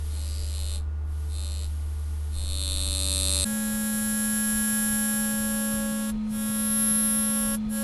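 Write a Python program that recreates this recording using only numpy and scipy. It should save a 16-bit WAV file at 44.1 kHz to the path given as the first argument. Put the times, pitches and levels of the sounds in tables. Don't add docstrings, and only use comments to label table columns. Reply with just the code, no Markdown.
import sys
import numpy as np
from scipy import signal
from scipy.fft import rfft, irfft, next_fast_len
from scipy.io import wavfile
from scipy.ndimage import map_coordinates

SR = 44100
rng = np.random.default_rng(int(sys.argv[2]) if len(sys.argv) > 2 else 0)


def store_pcm(level_fs):
    pcm = np.round(np.clip(level_fs, -1, 1) * 32767).astype(np.int16)
    wavfile.write(sys.argv[1], SR, np.atleast_2d(pcm).T)


N = 345303


def amp(db):
    return 10 ** (np.asarray(db) / 20)


def unit(x):
    return x / np.sqrt(np.mean(x ** 2) + 1e-20)


def along(points, hz):
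    f, v = np.transpose(points)
    return np.interp(np.log(hz + 1), np.log(f + 1), v)


def curves(rows):
    s, *cols = np.transpose(rows)
    return [np.interp(np.arange(N) / SR, s, c) for c in cols]


def wobble(rate):
    knots = rng.standard_normal(int(N * rate / SR) + 4)
    return map_coordinates(knots, [np.arange(N) * rate / SR])


def filtered(x, response, speed=1):
    m = next_fast_len(N + SR // 2)
    natural_hz = np.fft.rfftfreq(m, 1 / SR) / speed
    return irfft(rfft(x, m) * response(natural_hz), m)[:N]


def modes(table):
    def response(f):
        return sum((-1) ** k * amp(db) * 1j * f * width / (hz * hz - f * f + 1j * f * width)
                   for k, (hz, width, db) in enumerate(table))
    return response


def noise(spectrum, speed):
    return unit(filtered(rng.standard_normal(N), lambda hz: amp(along(spectrum, hz)), speed))


# (frequency [Hz], relative density [dB per Hz])
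ROOM_NOISE = [(60, -17), (100, -1.5), (250, 1.5), (500, -6), (1200, -7.5), (2000, -16), (4000, -24),
              (11500, -33), (12000, -75), (22000, -120)]


def room_noise(speed):
    return amp(-54.0 + 0.15 * wobble(2.36)) * noise(ROOM_NOISE, speed)


# (time [s], level [dB])
BUMPS = [(.01, -39), (.39, -42), (.6, -44), (2.47, -35), (2.72, -36.5), (2.92, -45), (3.22, -47),
         (6.15, -35), (7.66, -41)]


def rumble(speed):
    rumble_db, bump_s = -45.5, 0.1
    s, db = np.transpose(BUMPS)
    late = (np.arange(N)[:, None] / SR - s) * speed
    bumps = (amp(db) * np.exp(-(late / bump_s) ** 2)).sum(axis=1)
    resonances = modes([(13.3, 11.3, -0.5), (32.6, 54.7, -12.5)])
    low = unit(filtered(rng.standard_normal(N), resonances, speed))
    return (amp(rumble_db + 2.5 * wobble(9)) + bumps) * low


# (frequency [Hz], level [dB])
HUM = [(74.875, -29), (160, -64), (320, -61.5), (336, -70), (1438, -66)]
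# (frequency [Hz], width [Hz], relative level [dB])
DRONE = [(174.6, 1.9, 3.5), (214.5, 3.1, -6.5), (438.6, 3.6, -1.5), (852, 50, -17), (1186, 11.4, -11.5)]


def machine(speed):
    t = np.arange(N) / SR * speed
    tones = sum(amp(db) * np.sqrt(2) * np.sin(2 * np.pi * (hz * t + rng.random())) for hz, db in HUM)
    bands = unit(filtered(rng.standard_normal(N), modes(DRONE), speed))
    return tones * amp(0.12 * wobble(6 * speed)) + amp(-56.5) * bands


# (time [s], peak level [dB])
THUMPS = [(-.08, -39), (.427, -38), (.881, -34), (1.38, -40), (1.949, -35), (2.566, -47), (3.145, -41),
          (3.535, -36), (3.736, -35), (3.949, -38), (4.135, -37), (4.335, -36), (4.541, -36), (4.733, -36),
          (4.937, -36), (5.147, -35), (5.341, -35), (5.547, -40), (5.739, -33), (5.921, -37), (6.12, -50),
          (6.314, -34), (6.498, -34), (6.706, -35), (6.913, -34), (7.105, -33), (7.298, -34), (7.483, -36),
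          (7.66, -38)]


def thumps(speed):
    pair_s, second_db = .183, -6
    pairs = THUMPS + [(s + pair_s / speed, db + second_db) for s, db in THUMPS]
    out = np.zeros(N + 2 * SR)
    t = (np.arange(SR // 5) / SR - .1) * speed
    for s, db in pairs:
        hz, turn = 50 * (1 + 0.11 * rng.standard_normal()), rng.random()
        swell = amp(db) * np.exp(-(t / 0.02) ** 2) * np.sin(2 * np.pi * (hz * t + turn))
        out[round((s + .9) * SR):][:len(t)] += swell
    return out[SR:][:N]


# (time [s], level [dB])
HISS = [(0, -48), (.12, -46.5), (.78, -46.5), (.84, -77), (1.04, -70), (1.12, -56), (1.3, -51.5),
        (2.3, -51.5), (3.44, -38), (3.46, -46), (6.1, -46), (6.18, -90), (6.3, -50), (7.56, -45),
        (7.62, -87), (7.72, -56)]
# (frequency [Hz], relative density [dB per Hz])
AIR = [(1060, -33), (1800, -0.5), (2710, -2.5), (2910, 1.5), (6740, -1.5), (9840, 2.5), (11100, 7.5),
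       (11900, 11.5), (15500, -31), (22000, -120)]


def hiss(speed):
    hiss_db, = curves(HISS)
    return amp(hiss_db + 0.7 * wobble(8)) * noise(AIR, speed)


# (start time [s], stop time [s])
RUNS = [(0.059, 0.76), (1.255, 1.644), (2.29, 6.103), (6.287, 7.552), (7.68, 8.03)]


def pedal(speed):
    attack_s, release_db_per_s = 0.13, 370
    sag, sag_s, race, race_s = .014, .13, .011, .045
    t = np.arange(N)[:, None] / SR
    start, stop = np.transpose(RUNS)
    since, left = np.clip((t - start) * speed, 0, None), (stop - t) * speed
    gain = (1 - np.exp(-since / attack_s)) ** 2 * amp(release_db_per_s * np.minimum(left, 0))
    running = (since > 0) * (left > -.1)
    shift = running * (race * np.exp(-np.abs(left) / race_s) - sag * np.exp(-since / sag_s))
    return gain.max(axis=1), 1 + shift.sum(axis=1)


# (frequency [Hz], relative density [dB per Hz])
PUFF = [(60, -30), (200, -1), (1500, 2), (4000, 5), (11500, -19), (22000, -57)]


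def vents(speed, db):
    _, stop = np.transpose(RUNS)
    late = np.arange(N)[:, None] / SR - stop
    swell = np.exp(-((late * speed + 0.018) / 0.019) ** 2).sum(axis=1)
    return amp(db) * swell * noise(PUFF, speed)


def strokes(rate, speed, jitter_s, scatter_db, limp_db, limp_s, chatter, chatter_s):
    turns = np.cumsum(rate) / SR + .5
    draw = rng.standard_normal((int(turns[-1]) + 1, 2))
    at = np.interp(np.arange(len(draw)), turns, np.arange(N))
    limp = (-1) ** np.arange(len(draw)) * amp(7.7 * wobble(3 * speed))[at.astype(int)]
    at = at + (draw[:, 0] * jitter_s + limp * limp_s) * SR / speed
    size = amp(scatter_db * draw[:, 1] - limp_db * limp)
    tap = np.floor(at)[:, None] + np.arange(-7, 9)
    offset = tap - at[:, None]
    shape = np.sinc(offset) * np.cos(np.pi * offset / 16) ** 2
    place = np.clip(tap, 0, N - 1).astype(int)
    blows = unit(np.bincount(place.ravel(), (shape * size[:, None]).ravel(), N)[:N])
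    since = turns % 1 / rate * speed
    return blows, blows + chatter * unit(np.exp(-since / chatter_s) * rng.standard_normal(N))


def bench(x, speed, wet_db, t60, drift):
    t = np.arange(SR // 8) / SR * speed
    tails = rng.standard_normal((2, len(t))) * amp(-60 * t / t60) * (t > .001)
    tails = tails / np.linalg.norm(tails[0])
    one, other = signal.fftconvolve(x[None], tails, axes=1)[:, :N]
    turn = np.pi * wobble(drift * speed)
    return x + amp(wet_db) * (np.cos(turn) * one + np.sin(turn) * other)


# (frequency [Hz], width [Hz], relative level [dB])
VISE = [(97.4, 19, 1), (196, 70, 12)]
BALL = [(282, 16, 0)]
JAWS = [(385.4, 5.2, -1.5), (486, 117, -4)]
BASE = [(1765, 32, -0.54), (1912, 79, -1.5)]
PLATE = [(591.6, 49.6, 1)]
# (frequency [Hz], width [Hz], relative level [dB])
GRAVER = [(3280, 410, -1), (3680, 133, 27)]
FAST_GRAVER = [(3286, 58, -5), (3628, 130, 0.5)]
TURNED = FAST_GRAVER
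# (frequency [Hz], width [Hz], relative level [dB])
CLICK = [(671, 92, 6), (864, 110, 11.5), (975, 226, 12.5), (1188, 360, 12), (1540, 35, -10.5),
         (2136, 33, -4)]
HANDLE = [(2634, 145, 0)]
FERRULE = [(2957, 240, 0)]
COLLET = [(3833, 80, 0)]
NECK = [(4228, 580, 0), (4260, 46, -1)]
SHANK = [(4700, 380, 0)]
BARREL = [(5760, 230, -2.7), (6080, 160, -0.76), (6640, 1300, -1.5)]
SLEEVE = [(7220, 380, -2.2), (7900, 530, 0.17)]
PISTON = [(8185, 32, 0)]
TIP = [(8540, 500, -3), (9290, 510, -2.5), (9500, 290, 2), (10200, 250, 1.5), (11450, 350, -3)]
# (resonances, takes chatter [true or false], level [dB],
# slope with force [dB per dB], slope with angle [dB per unit])
PARTS = [(GRAVER, True, -42.5, 1.45, 5.3), (VISE, False, -53, 1.6, -1), (BALL, False, -50, 1.13, 0.9),
         (JAWS, False, -58.5, 1.6, -0.22), (PLATE, False, -49, 0.95, -2.8), (CLICK, False, -54, 1.1, .1),
         (HANDLE, False, -52, 1, -1.3), (FERRULE, False, -51.5, 0.4, 1), (NECK, True, -38.5, 0.97, 1.5),
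         (SHANK, True, -45.5, 0.59, -6.5), (BARREL, False, -45.5, 0.93, -2.2), (TIP, True, -36.5, 1.14, .1),
         (SLEEVE, True, -43.5, 0.72, -1.3), (PISTON, True, -43.5, 1.46, -4)]
# (resonances, takes chatter [true or false], level [dB],
# slope with force [dB per dB], slope with turn [dB per unit])
FAST_PARTS = [(TURNED, True, -37, 0.9, -3.3), (VISE, False, -46, -0.47, 4.2), (BALL, False, -56, 0.1, -7.5),
              (JAWS, False, -45.5, 0.58, 3), (PLATE, False, -44.5, 0.37, -5.5),
              (CLICK, False, -45, 0.43, .4), (HANDLE, False, -45, 0.43, -4.3),
              (FERRULE, False, -46.5, 0.29, -0.21), (BASE, False, -50, 0.72, 1),
              (COLLET, True, -31, 1.8, 2.1), (NECK, True, -32.5, 0.81, -1.9)]
# (time [s], force [dB], angle of the tool to the plate [relative units])
HAND = [(.1, -2, 0.094), (.4, -15.5, -1.6), (.56, -9, 0.2), (.72, -7, 0.37), (1.35, -0.5, 0),
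        (1.6, -10.5, .1), (2.35, 4, -0.042), (2.45, -2, .5), (2.66, 0.5, 0.86), (2.86, 1, 0.54),
        (3, 3, -0.05), (3.27, 5.5, -0.32), (3.43, 6, -0.62)]
# (time [s], force [dB], turn of the vise [-1..1])
FAST_HAND = [(3.48, -4.5, -.7), (3.8, -3, -0.71), (4.3, 0, -0.87), (4.78, 1, -1), (5.2, 0, -0.84),
             (5.28, -1.5, -0.72), (5.75, -2, -0.18), (5.84, -5.5, -0.16), (6.08, -7, 0.41), (6.4, -4, 0.34),
             (6.74, 1, 0.97), (6.96, 2, 0.98), (7.2, 0.6, 1), (7.52, -1, 0.93), (7.75, -1, -0.23),
             (7.83, -4, .3)]
# (time [s], rate [strokes per s])
PACE = [(.1, 95.8), (.7, 95.85), (1.4, 96.1), (1.6, 96.1), (2.45, 95.7), (2.8, 95.8), (3.44, 95.8),
        (3.45, 96), (3.85, 95.95), (4.2, 96.17), (4.6, 96.22), (5.1, 96.1), (5.7, 96.18), (6.05, 96),
        (6.55, 95.9), (7.1, 95.75), (7.83, 95.95)]
# (time [s], level [dB])
GRIP = [(.1, 4), (.7, -13), (1.5, -8), (2.4, -3), (2.8, -0.5), (3.1, .1), (3.43, -2), (3.5, 2), (4, 0.7),
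        (4.6, -3), (5.2, 3), (5.8, 6.5), (6.1, -2), (6.5, -0.5), (7, 0), (7.5, 1.7), (7.8, 5)]


def handpiece(hand, parts, speed):
    (pace,), (force_db, angle), (running, hurry) = curves(PACE), curves(hand), pedal(speed)
    clean, rough = strokes(pace * hurry * speed, speed, jitter_s=.000011, scatter_db=.5,
                           limp_db=0.12, limp_s=.000006, chatter=0.17, chatter_s=0.0079)
    clean = bench(clean, speed, wet_db=-13, t60=.15, drift=.3)
    rough = bench(rough, speed, wet_db=-11, t60=0.084, drift=0.3664)
    grip_db, = curves(GRIP)
    total = 0
    for table, chatters, db, grows, leans in parts:
        (low_hz, _, _), (high_hz, width, _) = table[0], table[-1]
        span = modes([(np.sqrt(low_hz * high_hz), high_hz - low_hz + 7 * width, 0)])
        ring = modes(table)
        drive = rough if chatters else clean
        sound = unit(filtered(drive, lambda f: ring(f) * span(f), speed))
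        if table in (COLLET, FAST_GRAVER):
            sound = -sound
        elif table in (VISE, BALL):
            sound = amp(grip_db) * sound
        total = total + amp(db + grows * force_db + leans * angle) * sound
    return running * total


def playback(hand, parts, puff_db, speed):
    around = room_noise(speed) + rumble(speed) + machine(speed) + thumps(speed)
    return around + hiss(speed) + vents(speed, puff_db) + handpiece(hand, parts, speed)


def scene():
    cut_s, fade_s = 3.4465, .014
    t = np.arange(N) / SR
    slow = playback(HAND, PARTS, puff_db=-69, speed=1)
    fast = playback(FAST_HAND, FAST_PARTS, puff_db=-44, speed=2.8737)
    treble_end = [(11650, -0.5), (11900, -33), (12500, -32)]
    slow = filtered(slow, lambda hz: amp(along(treble_end, hz)))
    fade_out = np.clip((cut_s - t) * 500, 0, 1)
    fade_in = np.clip((t - cut_s) / fade_s, 0, 1)
    return (slow * fade_out + fast * fade_in)[None]


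# (frequency [Hz], level [dB])
TREBLE = [(20, 0), (11000, 0), (12300, -8.5), (12750, -23), (12900, -32)]


def record(dry):
    top_hz = 12900
    return filtered(dry[0], lambda hz: amp(along(TREBLE, hz)) * (hz < top_hz))[None]


dry = scene()
out = record(dry)
store_pcm(out)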